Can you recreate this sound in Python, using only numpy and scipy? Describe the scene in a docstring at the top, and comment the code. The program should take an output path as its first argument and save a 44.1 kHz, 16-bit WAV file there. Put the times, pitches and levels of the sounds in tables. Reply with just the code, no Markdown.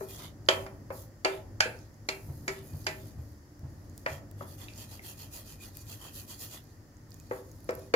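"""A wooden spoon knocks on and scrapes across the bottom of a pan of melting butter, close to a stereo camera.
Each knock is a wooden click and thock, the decaying modes of the pan and a burst of grit; the kitchen answers.
Scrapes, and near the end fizzing fat, are shaped noise in strokes and stretches, with a thin squeak along.
The fat ticks as bubbles burst (short rings and snaps), and low thuds come through the floor (decaying modes).
Behind them is shaped noise: room air and the wavering lines of an appliance, with bass that swells and sinks."""
import sys
import numpy as np
from scipy import signal
from scipy.fft import rfft, irfft
from scipy.io import wavfile
from scipy.ndimage import uniform_filter1d

SR = 44100
rng = np.random.default_rng(int(sys.argv[2]) if len(sys.argv) > 2 else 0)


def output_pcm(signal):
    """Save a mono or channel-first signal as 16-bit PCM at the path in sys.argv[1].

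    Samples are clipped to [-1, 1] before scaling.
    """
    pcm = np.clip(np.atleast_2d(signal).T, -1, 1) * 32767
    wavfile.write(sys.argv[1], SR, np.round(pcm).astype(np.int16))


N = 350771
LOWEST_HZ, MIDDLE_HZ, UPPER_HZ = 385, 1100, 2800  # where each knock has its own drive of the pan

# likeness of the left and right ports: hz, likeness (1 the same, 0 unrelated)
LIKENESS = [(25, .7), (60, 1), (180, 0.94), (550, .8), (1000, 0), (1650, 0.093), (15000, 0)]
# strokes of the spoon, and near the end stretches of fizzing fat: start_s of full strength,
# hold_s at full strength, relative hiss_db, rub_db (drive of the pan's resonances), treble_db
STROKES = [(.015, 0.018, -59, -14, 2), (0.107, 0.042, -53, 10.5, 2.5), (.2, 0.039, -52.5, 14, -3.5),
           (.24, 0.015, -66, 5, 3), (.512, 0.01502, -58.5, -5.5, 4.5), (.55, .07, -59.5, 9, -3),
           (0.951, 0.059, -59, -1, 5.5), (1.29, 0.06, -59, 16, -1.5), (1.66, 0.16, -63, -5, -24),
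           (2.12, 0.39, -67.5, -4, 6.5), (2.52, 0.052, -58, 13, -2), (2.66, 0.23, -63, 3.5, 5.5),
           (2.92, .16, -62.5, 4, 1), (3.2, 0.12, -71.5, -7.5, 1.5), (3.7, .25, -73, -9, -1.5),
           (3.98, 0.035, -66.5, -10, 0.5), (4.099, 0.035, -53.5, 10.5, -2), (4.4, .03, -66, 16, 6),
           (4.49, 0.042, -60, 5, 4.5), (4.608, 0.024, -54.5, 13.5, -0.5), (4.69, 0.06, -60, 6, -5),
           (4.789, 0.029, -50, 7.5, -1.5), (4.915, 0.025, -53.5, 10.5, -0.5), (5.057, 0.043, -51, 9, 2),
           (5.198, 0.03, -53.5, 10.5, 0.5), (5.347, 0.025, -48.5, 7.5, 1), (5.478, 0.036, -53, 7, -1.5),
           (5.629, 0.021, -51.5, 7.5, -0.5), (5.76, 0.047, -57.5, 1, -0.5), (5.895, 0.033, -52, 7.5, 2),
           (6.015, 0.058, -54, 14, 0), (6.158, 0.032, -49.5, 6.5, 2.5), (6.308, 0.0099, -49, 8, 1.5),
           (6.416, 0.024, -47, 6, 2), (6.526, 0.013, -50, 11.5, 1.5), (6.62, .1, -67.5, 0.5, -8),
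           (7.12, .15, -66.5, -17, -5), (7.33, 0.042, -62, 8, 3.5), (7.45, .2, -70, -6, 1.5),
           (7.7, .15, -62.5, 0, -6)]


def gain_of(db):
    """Decibels to an amplitude factor."""
    return 10 ** (np.asarray(db) / 20)


def evened(x):
    """Scale to an rms of one."""
    return x / np.sqrt(np.mean(x ** 2) + 1e-20)


def read(points, hz):
    """Read a curve of (hz, value) points, straight between them over log frequency."""
    f, value = np.transpose(points)
    return np.interp(np.log(hz + 1), np.log(f + 1), value)


def add(mix, s, sound):
    """Lay a sound into the mix at s seconds, cut off at the end."""
    part = mix[:, max(round(s * SR), 0):][:, :sound.shape[1]]
    part += sound[:, :part.shape[1]]


def bumps(peaks, hz):
    """Summed power of resonances given as (hz, width_hz, db)."""
    return sum(gain_of(db) ** 2 / (1 + (2 * (hz - f) / width) ** 2) ** 2 for f, width, db in peaks)


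def partner(first, other, same):
    """Mix in an unrelated signal so that the second port is like the first by the share `same`."""
    return same * first + np.sqrt(1 - same ** 2) * other


def noise(gain, size, patchy_db):
    """Two-port noise from random short-time spectra; gain(hz, s) shapes it, patches drift over it."""
    frames = 4 * N // size + 5
    hz = np.fft.rfftfreq(size, 1 / SR)[:, None]
    a, b, c, d, patches = rng.standard_normal((frames, len(hz), 5)).T
    patches = uniform_filter1d(patches, size // 100, axis=0)  # smooth over frequency, then over time
    patches = evened(uniform_filter1d(patches, 10000 // size, axis=1))
    same = np.clip(read(LIKENESS, hz), -1, 1)
    left = a + 1j * b
    spectra = np.array([left, partner(left, c + 1j * d, same)])
    spectra *= gain(hz, np.arange(frames) * size / 4 / SR) * gain_of(patchy_db * patches)
    return signal.istft(spectra, nperseg=size, noverlap=3 * size // 4)[1][:, :N]


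def ring(hz, t60, t, phase=0):
    """A mode struck at time zero, a sine that falls 60 dB in t60 seconds."""
    return (t > 0) * gain_of(-60 * abs(t) / t60) * np.sin(2 * np.pi * hz * t + phase)


def hum():
    """Room air with the wavering lines of an appliance; the bass swells and sinks."""
    # spectrum of the room air: hz, relative level_db
    air = [(15, -44), (32, -17), (45, -6), (100, -5.5), (180, -17), (330, -11.5), (420, -19), (1200, -27.5),
           (2050, -32.5), (2350, -39.5), (3900, -43.5), (4800, -33.5), (7300, -36.5), (8400, -47),
           (11000, -40), (15700, -43.5), (16000, -72)]
    # lines of the appliance: hz, width_hz, level_db over the air
    lines = [(49, 10, 6), (102.2, 18, 12.5), (150.4, 8.8, 12), (203.1, 17, 9.5), (239.6, 19, 8.5),
             (294.4, 20, 7.5), (336, 9.2, -4.5), (575, 90, 0.5), (1840, 203, 4.5)]
    # swell of the bass, used about its mean: time_s, level_db
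    rumble = [(0.0, -52), (0.5, -51.5), (0.91, -50.5), (1.22, -57), (1.62, -50), (1.97, -56.5), (2.41, -50),
              (3.23, -51.5), (3.45, -58.5), (3.72, -52.5), (4.32, -52), (5.09, -54), (5.62, -54.5),
              (5.89, -54), (6.9, -57), (7.22, -55), (7.79, -53), (7.95, -56)]
    s, db = np.transpose(rumble)

    def gain(hz, t):
        swell_db = (np.interp(t, s, db) - np.mean(db)) / (1 + (hz / 900) ** 2)
        # the deepest rumble is stronger on the left
        lean_db = np.reshape([1., -1.], (2, 1, 1)) * 1.2 / (1 + (hz / 90) ** 2)
        return gain_of(read(air, hz) + swell_db + lean_db) * np.sqrt(1 + bumps(lines, hz))

    return gain_of(-48.5) * evened(noise(gain, 4096, 0.43))


def thud(row):
    """A soft low blow through the floor that the room holds for a moment, with a dull rattle on top."""
    s, level_db, hz = row
    t = np.arange(SR // 2) / SR
    body = ring(hz, 0.091, t) + .5 * ring(1.506 * hz, 0.23, t) + 0.15 * ring(0.92 * hz, 1.0, t)
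    band = signal.butter(2, [180, 800], "band", fs=SR)
    rattle = signal.lfilter(*band, rng.standard_normal((2, len(t))))
    rattle = rattle + 0.54 * rattle.sum(0)  # draws the two ports together
    rattle = evened(rattle) * gain_of(-24.5 - 60 * t / 0.23)
    soft_onset = 1 - np.exp(-t / 0.0077)
    return s, gain_of(level_db) * (body + rattle) * soft_onset


def kitchen(x):
    """Sparse echoes of random sign, each band dying at its own speed; the ports share the bass."""
    # decay of the kitchen: hz, t60_s
    decay = [(250, 0.403), (600, 0.54), (1500, 0.32), (3000, 0.28), (6000, 0.11), (12000, 0.65)]
    taps = np.zeros((2, SR // 2))
    slots = np.arange(200, SR // 2 - 20, 20)  # one tap in every 20 samples
    at = slots + rng.integers(0, 20, (2, (SR // 2 - 201) // 20))
    np.put_along_axis(taps, at, rng.choice([-1., 1.], at.shape), 1)
    hz, t, (a, b) = signal.stft(taps, SR, nperseg=256)
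    same = np.clip(read(LIKENESS, hz), -1, 1)[:, None]
    spectra = np.array([a, partner(a, b, same)])
    fade = gain_of(-60 * t / read(decay, hz)[:, None])
    tail = signal.istft(spectra * fade, SR, nperseg=256)[1]
    return signal.fftconvolve(x, tail / np.linalg.norm(tail[0]), axes=1)[:, :N]


def tick(row):
    """A bubble in the fat bursts: a short ring and a thin, bright snap."""
    s, level_db, hz, sharp_db, left_right_db = row
    t = np.arange(800) / SR
    snap = evened(np.diff(rng.standard_normal(len(t) + 3), 1)[2:])  # differencing thins the noise
    snap = snap * gain_of(sharp_db + 0.5 - 60 * t / .003)
    bubble = gain_of(-3.) * ring(hz, .0035, t) * (1 - np.exp(-t / .0002))
    level = gain_of(level_db + np.array([[.5], [-.5]]) * left_right_db)
    return s, level * (snap + bubble)


def ports(x):
    """The camera body shades each port differently, and the right one is farther from the pan."""
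    # lean of sound from the pan's side: hz, left_right_db
    lean = [(60, 0), (300, 3.5), (700, 3.5), (1300, -0.5), (2400, -1), (4300, -7.5), (6000, -5.5),
            (8100, 1), (15000, -1.5)]
    lag_samples = 13
    hz = np.fft.rfftfreq(2 * 256, 1 / SR)
    side = np.array([[.5], [-.5]])
    lag = lag_samples * hz ** 2 / (hz ** 2 + 450 ** 2)  # long waves wrap round the body, almost together
    response = gain_of(side * read(lean, hz)) * np.exp(2j * np.pi * side * lag * hz / SR)
    taps = np.roll(irfft(response), 256, axis=1)
    return signal.oaconvolve(x, taps, axes=1)[:, 256:256 + N]


def sliding(t):
    """Power of each stroke or stretch of fizz over time: it rises, holds and falls."""
    # it is 10 dB down this long before and after the hold, plus a share of the hold:
    # half the coast share before it, the whole share after it
    rise_s, fall_s, coast = 0.028, 0.045, 0.1
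    start, hold, hiss_db = np.transpose(STROKES)[:3, :, None]
    hold = abs(hold)
    early = np.maximum(start - t, 0) / (rise_s + .5 * coast * hold)
    late = np.maximum(t - start - hold, 0) / (fall_s + coast * hold)
    return gain_of(hiss_db - 10 * (early + late) ** 1.5) ** 2


def squeak():
    """One mode of the pan keeps singing along with the hiss, thin and unsteady."""
    mode_hz, width_hz, level_db = 2470, 70, -20.5  # level against the hiss_db of the strokes
    t = np.arange(N) / SR
    coarse = t[::128]
    unsteady = evened(uniform_filter1d(rng.standard_normal(len(coarse)), 24))
    strength = np.sqrt(sliding(coarse).sum(0)) * gain_of(6. * unsteady)
    r = np.exp(-np.pi * width_hz / SR)
    # slow complex noise, carried up to the mode's pitch
    waver = signal.lfilter([1], [1, -2 * r, r ** 2], rng.standard_normal((N, 2)) @ [1, 1j])
    song = evened((waver * np.exp(2j * np.pi * mode_hz * t)).real)
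    return song * gain_of(level_db) * np.interp(t, coarse, strength)


def scrape():
    """Wood on greased metal hisses and drives broad pan resonances; late fizz of the fat uses the same noise."""
    # spectrum of the hiss: hz, relative level_db
    hiss_curve = [(2060, -30), (3500, -12), (4500, -5), (5580, -8), (6960, -3), (8100, -12.5), (9540, -8.5),
                  (11000, -4), (13600, -6.5), (15000, -5), (15800, -24.5)]
    # resonances of the pan under the edge: hz, width_hz, relative level_db
    rub_peaks = [(2734, 350, -13.5), (3240, 300, -10.5), (1900, 220, -12.5), (800, 1500, -14.5)]
    treble_hz = 8640  # where the treble of the hiss begins
    rub_lag_s = 0.0075  # the resonances follow the hiss by this much
    rub_db, treble_db = np.transpose(STROKES)[3:]
    # the resonances sit a little apart from row to row
    shift = 1 + .05 * rng.standard_normal(len(STROKES))

    def gain(hz, t):
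        shelf_db = treble_db / (1 + (treble_hz / (hz + 1)) ** 6)
        hiss = gain_of(read(hiss_curve, hz) + shelf_db) ** 2
        rub = bumps(rub_peaks, hz * shift) * gain_of(rub_db) ** 2
        return np.sqrt(hiss @ sliding(t) + rub @ sliding(t - rub_lag_s))

    grain = gain_of(1.7 * evened(uniform_filter1d(rng.standard_normal(N), 130)))  # uneven level
    rasp = noise(gain, 512, 2.3)
    return gain_of(-11.5) * grain * rasp


def knock(row):
    """The spoon clicks and thocks; the pan rings in the modes that this spot of the bottom drives."""
    # modes of the pan, before damping and splitting: hz, relative level_db, t60_s
    modes = [(314, -21, .2), (386.1, 7.5, 0.3), (524, -0.5, 0.17), (633, 5.5, 0.24), (787, -1, 1),
             (856, 3, 0.23), (974, 1, 0.2), (1130, -2, 1), (1326, 4.5, .22), (1490, -6, .22),
             (1570, -15, 0.29), (1806, 3.5, 0.22), (1702, 2, .2), (1987, -0.5, .2), (1986, 2, 0.073),
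             (2140, 0, 0.84), (2330, -18.5, 0.15), (2580, -1, 0.6), (2370, 6.5, 0.16), (2538, -5, 0.3),
             (2750, -3, 0.22), (3210, -11, 0.25), (3343, -12.5, 0.15), (3520, -1.5, 0.082),
             (4110, -12.5, .25), (4450, -20, 0.083), (4820, -15, 0.095), (4770, -6, 0.18),
             (6900, -8.5, .13), (6900, 4.5, 0.0426)]
    # how the dense high modes reach the camera: hz, level_db
    sheen = [(200, -31.5), (340, -9.5), (450, -4.5), (1100, 0), (2250, 1.5), (2600, -4), (3600, -9),
             (4500, -1.5), (5700, -0.5), (7200, 4.5), (8200, -1), (11000, 3.5), (16000, -10.5)]
    # how a blow drives the pan: hz, flat_db for the flat bowl, edge_db for the edge
    blow_curve = [(600, -11, -18), (MIDDLE_HZ, -7.5, -19), (1850, -17.5, -15), (UPPER_HZ, -35, -11),
                  (5000, -52.5, -11), (10000, -63, -26.5)]
    lead_s = 0.002  # the grit swells for 2 ms before the click
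    longest_s, split_share = .24, .009  # butter damps every ring; the uneven bottom splits each mode
    (s, blow_db, hard, low_db, middle_db, upper_db,
     click_hz, click_db, tip_hz, thock_hz, thock_db) = row
    drive = [(LOWEST_HZ, low_db)]
    for f, flat_db, edge_db in blow_curve:
        extra_db = middle_db * (f == MIDDLE_HZ) + upper_db * (f == UPPER_HZ)
        drive.append((f, flat_db + hard * (edge_db - flat_db) + extra_db))
    t = np.arange(SR // 3) / SR
    late = t - lead_s
    after = np.maximum(late, 0)

    hz, db, t60 = np.tile(np.transpose(modes), 3)  # each mode splits in three
    spot, turn, split = rng.standard_normal((3, len(hz)))
    hz = hz * (1 + split_share * split * np.clip(hz / 900, .5, 1))
    t60 = np.minimum(t60, longest_s * (1 + (170 / hz) ** 2))
    skew = turn * np.clip(hz / 2500, 0, 2)  # each mode radiates its own way, so the ports differ in phase
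    sizes = gain_of(db + read(drive, hz) + 2.7 * spot - 15.5) * np.exp(1j * np.outer([-.5, .5], skew))
    spins = np.exp(np.outer(2j * np.pi * hz - np.log(1000) / t60, after))
    pan = (sizes @ spins).imag * np.tanh(after / .003)

    # noise stands for the dense high modes
    f = np.fft.rfftfreq(len(t), 1 / SR)
    shape = gain_of(read(drive, f) + read(sheen, f))
    a, b = rfft(rng.standard_normal((2, len(t)))) * shape / np.sqrt(f + 50)
    same = np.clip(read(LIKENESS, f), .4, 1)
    grit = irfft([a, partner(a, b, same)], len(t))
    burst = gain_of(3.0 - 60 * abs(late) / 0.016)  # a short swell of noise, then its fall
    tail = gain_of(-14.5 - 60 * late / 0.074) + gain_of(-11.0 - 60 * late / 0.22)
    grit = gain_of(47.0) * grit * (burst + (late > 0) * tail)

    click = gain_of(click_db + 14.5) * ring(click_hz, .013, late)
    tip = gain_of(read(drive, tip_hz) + 13.0) * ring(tip_hz, .012, late)
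    click = (click + tip) * np.tanh(late / 0.00031)
    # the spoon's bowl, a dull wooden mode
    thock = gain_of(thock_db + 7.5) * ring(thock_hz, 0.049, late) * np.tanh(late / .001)
    return s, gain_of(blow_db) * (pan + grit + click + thock)


def scene():
    """Pan and spoon through the camera's ports, with ticks, thuds, echoes and the room behind."""
    # knocks: start_s, relative blow_db, hardness (0 flat bowl, 1 edge), low_db (drive of the lowest mode),
    # middle_db and upper_db (extra drive near 1 and 3 kHz), click_hz, click_db, tip_hz, thock_hz, thock_db
    knock_rows = [(0.007, -34.5, 0, 2.5, -4.5, -1, 1410, -26, 5400, 640, -12),
                  (0.486, -10.5, 0.91, -18.5, 5, 1.5, 3150, -7.5, 4430, 562, -14.5),
                  (0.663, -37, 0.75, -21, 6, -1.5, 1230, -16.5, 4970, 490, -29),
                  (0.903, -31.5, 0.38, -16, 3.5, 2, 1400, -26, 4440, 540, -1.5),
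                  (1.247, -16, 0.87, -15.5, -2.5, 2.5, 2070, -35, 4565, 767, -25),
                  (1.253, -19.5, 0.4, -9, -3, 5, 2760, -12.5, 4340, 560, -11.5),
                  (1.604, -15.5, 1.016, -44, -8, 3.5, 1590, -3.5, 5110, 900, -16),
                  (1.656, -35.5, .7, -6.5, -4, 11, 1700, -26, 4180, 492, 2.5),
                  (2.087, -23.5, 1.054, -13.5, 1, -1, 2340, -6.5, 4230, 490, -21),
                  (2.479, -21.5, 0.94, -13, -2.5, -5.5, 2240, -10.5, 6840, 506, -22.5),
                  (2.866, -19.5, 0.93, -17.5, -3, 2, 1570, -17, 4940, 663, -55),
                  (4.061, -22, 0.62, -23.5, 1, 4.5, 1900, -8.5, 4950, 560, -9),
                  (4.408, -38.5, 0.3, -12.5, 8, -16, 1250, -22, 6700, 570, -2.5),
                  (4.682, -49.5, 0.93, -30, -13, 16, 2580, -1, 3790, 473, -29),
                  (4.992, -49.5, .6, -8, -12, 3, 2100, 1, 5280, 530, -21.5),
                  (7.31, -27, 0.3, -13.5, 1, -1.5, 1180, -28, 4670, 496, -1),
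                  (7.69, -25.5, 0.69, -9, 3, -4, 1500, -13, 5420, 492, -1),
                  (7.938, -12.5, 0.65, -23, 1.5, 4.5, 1690, -29, 4440, 476, -4)]
    # ticks of the hot fat: start_s, level_db, pitch_hz, sharpness_db, left_right_db
    tick_rows = [(0.0872, -37, 12500, -6, -11), (0.4544, -40, 7100, -27, -7), (0.463, -36, 4700, -33, -3),
                 (1.7899, -34.5, 5250, -17, -5.5), (1.9428, -45, 6640, -16.5, -10),
                 (2.8439, -31, 5030, -30, 0), (3.5936, -46.5, 5780, -7, -9),
                 (3.8977, -41, 6770, -14, -13.5), (3.9786, -33, 6730, -1, -10),
                 (4.3131, -41, 11900, 1.5, -7.5), (4.7362, -34, 4690, -18, -9), (5.129, -38, 4970, -15, 1),
                 (5.5244, -41, 4680, -23, -3.0), (5.771, -24, 13100, -7.5, 11),
                 (5.784, -39, 4590, -14, -1.0), (5.8581, -47, 12300, -5, -6),
                 (6.6403, -41.5, 13100, -21, -13), (6.969, -41, 6670, -23.5, -7.5),
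                 (7.1068, -39.5, 7260, -6.5, -9.5), (7.119, -36.5, 4900, -22, -18.5),
                 (7.1432, -32, 6740, -4, -12), (7.2, -34.5, 6900, -8.5, -8), (7.496, -44, 6900, -12, 2.5),
                 (7.5157, -34.5, 6520, -12.5, -2.0), (7.605, -45, 11300, 1, 0),
                 (7.644, -37, 10500, -14.5, -13), (7.7089, -29, 5270, -7, 6), (7.7416, -40, 9100, -15, 5),
                 (7.7526, -31, 11800, -5, -11), (7.7944, -36, 13200, -6, -2)]
    # low thuds through the floor: start_s, level_db, pitch_hz
    thud_rows = [(2.285, -25.5, 89.6), (2.733, -27, 94.6), (3.177, -27.5, 83.3), (3.632, -26.5, 89.4),
                 (4.107, -30, 92.7)]
    knocks, ticks = np.zeros((3, 2, N)), np.zeros((2, N))
    for k, row in enumerate(knock_rows):
        add(knocks[k % 3], *knock(row))  # the spoon lands in changing places, so the echoes change too
    for row in tick_rows:
        add(ticks, *tick(row))
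    near = ports(knocks.sum(0) + scrape()) + ticks + squeak()
    for row in thud_rows:
        add(near, *thud(row))
    echoes = gain_of(-5.0) * sum(kitchen(x) for x in knocks) + gain_of(-14.0) * kitchen(ticks)
    return near + echoes + hum()


def record(dry):
    """The input stage rounds off the hardest blows; then the band limit of the recorder."""
    rounded = .96 * np.tanh(dry / .96)
    band_limit = signal.firwin(1023, 16550, window=("kaiser", 9), fs=SR)  # low-pass edge in Hz
    return signal.oaconvolve(rounded, band_limit[None], "same", axes=1)


dry = scene()
out = record(dry)
output_pcm(out)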